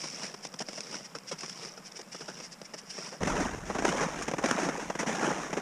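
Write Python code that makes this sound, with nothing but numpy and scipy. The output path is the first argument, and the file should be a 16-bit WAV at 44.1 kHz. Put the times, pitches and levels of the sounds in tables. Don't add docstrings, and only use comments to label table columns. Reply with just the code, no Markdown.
import sys
import numpy as np
from scipy import signal
from scipy.fft import rfft, irfft, next_fast_len
from scipy.io import wavfile

SR = 44100
rng = np.random.default_rng(int(sys.argv[2]) if len(sys.argv) > 2 else 0)


def wrap_up_sound(samples):
    columns = np.atleast_2d(samples).T
    tamed = np.clip(columns, -1, 1)
    steps = np.round(tamed * 32767).astype(np.int16)
    wavfile.write(sys.argv[1], SR, steps)


N = 247401
TIME_S = np.arange(N) / SR

# freq_hz, density_db (per Hz)
AIR_SPECTRUM = [(25, -13), (112, -25), (135, -7.5), (190, 4), (320, -13), (600, -8), (1900, -14.5),
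                (4100, -26), (5500, -38), (6800, -19), (11500, -29.5), (15000, -36)]
WIND_SPECTRUM = [(15, -38), (35, -2.5), (120, -14), (200, -11), (600, -74)]
LIGHT_FRACTURE_SPECTRUM = [(150, 4.5), (290, -6.5), (480, -2.5), (850, -8.5), (1700, -9.5), (2700, -9.5),
                           (4300, -18), (5100, -5.5), (5700, -3.5), (6100, -13), (7000, -17.5),
                           (10200, -27.5), (11600, -50), (15000, -69)]
CLOSE_FRACTURE_SPECTRUM = [(100, -26.5), (160, 0), (400, -7.5), (800, -5.5), (1550, -9.5), (2700, -18),
                           (4450, -27.5), (5600, -12.5), (6700, -15), (7800, -24.5), (9400, -27),
                           (11400, -42.5), (15000, -51)]

# full_weight_s, landing_db, full_weight_db
LIGHT_TREADS = [(0.24, -47, -39), (0.945, -52, -41.5), (1.64, -51.5, -43), (2.39, -57, -47),
                (3.06, -87, -43)]
# full_weight_s, landing_db, full_weight_db, push_off_db
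CLOSE_TREADS = [(3.41, -35, -31.5, -70), (4.015, -31, -32, -39.5), (4.625, -34, -31.5, -39.5),
                (5.26, -36.5, -30, -38)]
# after_full_weight_s, rise_s, fall_s, crackle_over_crunch_db
LIGHT_PHASES = [(-0.205, 0.056, 0.17, 5), (0, 0.062, 0.05, -2.5)]
# after_full_weight_s, rise_s, fall_s, crackle_over_crunch_db
CLOSE_PHASES = [(-0.135, 0.048, 0.065, -8), (0, 0.11, 0.088, -11.5), (0.175, 0.11, 0.078, -9.5)]
# start_s, level_db, length_s
LIGHT_CRUST_SNAPS = [(0.035, -38.5, 0.018), (0.234, -43.5, .018), (0.3404, -39.5, 0.0095),
                     (0.4497, -36.5, 0.0071), (0.5393, -36, 0.0058), (0.6026, -35, 0.019),
                     (0.6845, -35.5, 0.011), (0.7305, -35, 0.003), (0.776, -39, 0.014),
                     (0.9402, -39.5, 0.0091), (1.1485, -38.5, 0.019), (1.313, -34.5, 0.023),
                     (1.430, -39.5, 0.018), (1.774, -45, 0.014), (1.9895, -42, 0.017), (2.1445, -41, 0.012),
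                     (2.204, -41.5, 0.023), (2.2795, -41.5, 0.027), (2.400, -41.5, 0.0058),
                     (2.6145, -41, 0.0064), (2.7365, -37, 0.013), (2.9795, -39, 0.015), (3.112, -46, 0.052)]
# start_s, level_db, length_s, crackle_over_crunch_db
CLOSE_CRUST_SNAPS = [(3.2047, -33.5, 0.045, -21), (3.2318, -22.5, 0.0053, -12),
                     (3.2722, -26.5, 0.0092, -14), (3.322, -33.5, 0.05, -21), (3.546, -28.5, 0.0046, -17),
                     (3.65, -46.5, 0.15, -4), (3.6976, -29, 0.016, -20), (3.7472, -30.5, 0.027, -15),
                     (3.7833, -29.5, 0.02, -11), (3.8222, -29, 0.0073, -12), (3.8498, -18.5, 0.0061, -11.5),
                     (4.004, -30, 0.036, -9), (4.2204, -49, 0.02, 11), (4.278, -28, 0.016, -11.5),
                     (4.3119, -31, 0.01, -11), (4.3353, -25.5, .009, -17.5), (4.3812, -29.5, 0.016, -12),
                     (4.4365, -23.5, 0.019, -14), (4.4588, -24.5, 0.006, -6.5), (4.5113, -14, 0.0024, -8),
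                     (4.5742, -43.5, 0.12, -2), (4.6873, -27, 0.012, -16.5), (4.752, -36.5, 0.012, -24),
                     (4.8985, -27.5, 0.012, -15), (4.9508, -30, 0.01, -14), (4.9886, -31.5, 0.032, -4.5),
                     (5.0275, -28.5, 0.011, -15), (5.0624, -32.5, 0.054, -7.5), (5.243, -32.5, 0.011, -21),
                     (5.3026, -31, 0.029, -18), (5.5281, -29, .014, -11), (5.5681, -27, 0.02, -16)]
# middle_s, level_db, half_length_s
CLAW_SCRAPES = [(0.071, -54, .003), (0.446, -42, 0.017), (0.47, -41.5, .005), (0.5945, -34.5, 0.0046),
                (0.623, -36, 0.0031), (0.807, -30.5, 0.0016), (1.056, -43.5, 0.014), (1.187, -38.5, 0.0015),
                (1.29, -41, 0.017), (1.39, -40, 0.005), (1.4105, -33, 0.0029), (1.498, -35, 0.003),
                (1.867, -45, 0.019), (1.921, -43.5, 0.0034), (1.969, -41.5, 0.013), (2.016, -42, 0.0037),
                (2.13, -41.5, 0.011), (2.165, -43, 0.0048), (2.447, -44.5, .025), (2.528, -45, 0.013),
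                (2.657, -45.5, 0.0098), (2.789, -43, .013), (2.908, -39.5, .011), (2.975, -45, 0.086)]

CLOSE_FROM_S, TAKEOVER_S = 3.205, 0.0015
EDGE_HZ = 15300
PUFF_DB, PUFF_FADE_DB_PER_S, BREEZE_DB = -38.5, 16, -61
PHASE_SHAPE = 1.22
CRACKLE_LAG_S = 0.0048
SWELL_SHARE = 0.076
CRUNCH_TOP_HZ, CRACKLE_FROM_HZ = 1600, 4500


def gain_of(db):
    return 10 ** (np.asarray(db) / 20)


def evened(x):
    return x / np.sqrt(np.mean(x ** 2) + 1e-20)


def band(x, lo_hz, hi_hz):
    size = next_fast_len(N + SR // 4)
    hz = np.fft.rfftfreq(size, 1 / SR)

    def below(edge_hz):
        return 1 / (1 + (hz / edge_hz) ** 12)

    return irfft(rfft(x, size) * (below(hi_hz) - below(lo_hz)), size)[:N]


def low_cut(x, hz, order):
    return signal.sosfilt(signal.butter(order, hz, "highpass", fs=SR, output="sos"), x)


def colour(x, spectrum, size=4096):
    hz, db = np.transpose(spectrum)
    bin_hz = abs(np.fft.fftfreq(size, 1 / SR))
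    log_gain = np.log(gain_of(np.interp(np.log(bin_hz + 1), np.log(hz), db)))
    ring = np.fft.ifft(np.exp(np.conj(signal.hilbert(log_gain)))).real
    return signal.oaconvolve(x, ring[:size // 2])[:N]


def wander(rate_hz):
    return evened(band(rng.standard_normal(N), 1, rate_hz))


def air(level_db):
    return gain_of(level_db) * evened(colour(rng.standard_normal(N), AIR_SPECTRUM))


def wind():
    age_s = np.maximum(TIME_S - CLOSE_FROM_S, 0)
    puff = gain_of(PUFF_DB - PUFF_FADE_DB_PER_S * age_s)
    rumble = evened(colour(rng.standard_normal(N), WIND_SPECTRUM))
    return np.hypot(puff, gain_of(BREEZE_DB)) * rumble


def fractures(per_s, spread_db, slip_hz, clump_db, powder):
    size = gain_of(spread_db * np.minimum(rng.exponential(1, N), 3))
    clicks = (rng.random(N) < per_s / SR) * rng.choice([-1, 1], N) * size
    hiss = powder * rng.standard_normal(N)
    return (evened(clicks) + hiss) * gain_of(clump_db * wander(slip_hz))


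def hollows(x, depth_db, width_hz, lasts_s, size=512):
    overlap = 3 * size // 4
    hz, s, z = signal.stft(x, SR, nperseg=size, noverlap=overlap)
    across = np.fft.fftfreq(len(hz), hz[1])[:, None]
    along = np.fft.fftfreq(len(s), s[1])
    smoothing = np.exp(-(across * width_hz) ** 2 - (along * lasts_s) ** 2)
    peaks = np.fft.ifft2(np.fft.fft2(rng.standard_normal(z.shape)) * smoothing).real
    shaped = z * gain_of(depth_db * evened(peaks))
    return signal.istft(shaped, SR, nperseg=size, noverlap=overlap)[1][:N]


def steadied(x, seconds):
    window = signal.windows.hann(int(seconds * SR) + 3)
    power = abs(signal.oaconvolve(x ** 2, window / window.sum(), "same"))
    return x / np.sqrt(power + 1e-4 * np.mean(x ** 2))


def crush(drive, snow, coarse, fine, middle_db, fine_share, hollow_db, lumpy_db, steady_s):
    grains = colour(drive, snow)
    lumps = hollows(grains, hollow_db, width_hz=260, lasts_s=.028)
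    low = band(lumps, 1, CRUNCH_TOP_HZ)
    middle = band(lumps, CRUNCH_TOP_HZ, CRACKLE_FROM_HZ)
    high = band(grains, CRACKLE_FROM_HZ, SR)
    coarse = coarse * gain_of(lumpy_db * wander(rate_hz=194))
    share = np.clip(fine_share, .05, .95)
    between = gain_of(middle_db) * coarse ** (1 - share) * fine ** share
    crunch = coarse * steadied(low, steady_s)
    crackle = fine * steadied(high, steady_s)
    return crunch + between * steadied(middle, steady_s) + crackle


def knock(x, hz, width_hz, db):
    return x + gain_of(db) * signal.lfilter(*signal.iirpeak(hz, hz / width_hz, fs=SR), x)


def pops(per_s, lo_hz, hi_hz, cycles, spread_db):
    out = np.zeros(N)
    for when, pitch, size, sign in rng.random((int(per_s * N / SR), 4)):
        start = int(when * N)
        turns = TIME_S[:min(SR // 20, N - start)] * lo_hz * (hi_hz / lo_hz) ** pitch
        swell = 1 - np.exp(-2 * turns / cycles)
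        ring = np.sin(2 * np.pi * turns) * np.exp(-turns / cycles) * swell
        out[start:start + len(ring)] += np.sign(sign - .5) * gain_of(spread_db * (2 * size - 1)) * ring
    return evened(out)


def scrapes(rows, coarse_db, fine_db):
    power = np.zeros(N)
    for middle_s, db, half_s in rows:
        distance = np.minimum(abs(TIME_S - middle_s) / half_s, 5)
        power += gain_of(db) ** 2 * np.exp(-2 * distance ** 2)
    return gain_of([[coarse_db], [fine_db]]) * np.sqrt(power)


def stray_snaps(force, per_s, over_db, spread_db, length_s):
    slot, size, span = rng.random((int(per_s * N / SR), 3)).T
    start_s = (np.arange(len(slot)) + slot) / per_s
    force_db = 20 * np.log10(np.interp(start_s, TIME_S, force))
    db = force_db + over_db + spread_db * (2 * size - 1)
    return list(zip(start_s, db, length_s * (.5 + span)))


def snaps(rows, coarse_db, fine_db, onset_s):
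    power = np.zeros((2, N))
    for start_s, db, length_s, *crackle_db in rows:
        near = (TIME_S > start_s) & (TIME_S < start_s + .1)
        age_s = TIME_S[near] - start_s
        swell = 1 - np.exp(-age_s / (onset_s + SWELL_SHARE * length_s))
        shape = swell * np.exp(-(age_s / length_s) ** 2)
        levels_db = [[db + coarse_db], [db + fine_db + sum(crackle_db)]]
        power[:, near] += (gain_of(levels_db) * shape) ** 2
    return np.sqrt(power)


def tread(steps, gait, rest_coarse_db, rest_fine_db):
    power = gain_of([[rest_coarse_db], [rest_fine_db]]) ** 2 * np.ones(N)
    for weight_s, *levels_db in steps:
        near = abs(TIME_S - weight_s) < .5
        for db, (after_s, rise_s, fall_s, crackle_db) in zip(levels_db, gait):
            age_s = TIME_S[near] - weight_s - after_s - np.array([[0], [CRACKLE_LAG_S]])
            swell = np.exp(-abs(age_s / np.where(age_s < 0, rise_s, fall_s)) ** PHASE_SHAPE)
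            power[:, near] += (gain_of([[db], [db + crackle_db]]) * swell) ** 2
    return np.sqrt(power)


def light_steps():
    pressed = fractures(per_s=2500, spread_db=0.5, slip_hz=144, clump_db=1.5, powder=0.66)
    broken = fractures(per_s=2400, spread_db=3.0, slip_hz=298, clump_db=-1.5, powder=0.33)
    broken = knock(broken, hz=560, width_hz=1800, db=7.5)
    coarse, fine = tread(LIGHT_TREADS, LIGHT_PHASES, rest_coarse_db=-55, rest_fine_db=-65)
    strays = stray_snaps(fine, per_s=27, over_db=7.5, spread_db=-3, length_s=0.0033)
    crust = snaps(LIGHT_CRUST_SNAPS, coarse_db=2, fine_db=-2.0, onset_s=0.00025)
    small = snaps(strays, coarse_db=-16, fine_db=1, onset_s=0.00084)
    claws = scrapes(CLAW_SCRAPES, coarse_db=-17.5, fine_db=-0.5)
    bursts = np.hypot(np.hypot(crust, small), claws)
    crunch = crush(pressed, LIGHT_FRACTURE_SPECTRUM, coarse, fine, middle_db=-5.5, fine_share=0.53,
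                   hollow_db=3.5, lumpy_db=1.5, steady_s=0.13)
    cracks = crush(broken, LIGHT_FRACTURE_SPECTRUM, *bursts, middle_db=-6, fine_share=0.87,
                   hollow_db=4.0, lumpy_db=-2.0, steady_s=0.0094)
    ticks = pops(per_s=45, lo_hz=4950, hi_hz=5900, cycles=5, spread_db=7) * np.sqrt(fine)
    return low_cut(crunch + cracks + gain_of(-30.5) * ticks, hz=151.3, order=8)


def close_steps():
    pressed = fractures(per_s=1400, spread_db=0.5, slip_hz=117, clump_db=1.8, powder=0.82)
    broken = fractures(per_s=2200, spread_db=2.0, slip_hz=316, clump_db=0.0, powder=0.62)
    broken = knock(broken, hz=334, width_hz=490, db=17)
    coarse, fine = tread(CLOSE_TREADS, CLOSE_PHASES, rest_coarse_db=-49, rest_fine_db=-56)
    strays = stray_snaps(coarse, per_s=40, over_db=1, spread_db=1.5, length_s=0.0025)
    crust = snaps(CLOSE_CRUST_SNAPS, coarse_db=1.5, fine_db=0.3, onset_s=0.00032)
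    small = snaps(strays, coarse_db=-4.0, fine_db=-10, onset_s=0.001)
    bursts = np.hypot(crust, small)
    crunch = crush(pressed, CLOSE_FRACTURE_SPECTRUM, coarse, fine, middle_db=1.0, fine_share=0.87,
                   hollow_db=3.0, lumpy_db=1.4, steady_s=0.23)
    cracks = crush(broken, CLOSE_FRACTURE_SPECTRUM, *bursts, middle_db=0.5, fine_share=0.73,
                   hollow_db=-1.5, lumpy_db=0, steady_s=0.014)
    clods = coarse * pops(per_s=110, lo_hz=230, hi_hz=1800, cycles=1.5, spread_db=7)
    return low_cut(crunch + cracks + gain_of(-3.5) * clods, hz=137, order=4)


def scene():
    close = .5 + .5 * np.tanh((TIME_S - CLOSE_FROM_S) / TAKEOVER_S)
    far_part = (1 - close) * light_steps()
    close_part = close * (close_steps() + wind())
    return (far_part + close_part + air(level_db=-55.5))[None]


def record(dry):
    lowpass = signal.firwin(511, EDGE_HZ, window=("kaiser", 9), fs=SR)
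    return signal.oaconvolve(dry, lowpass[None], "same")


dry = scene()
out = record(dry)
wrap_up_sound(out)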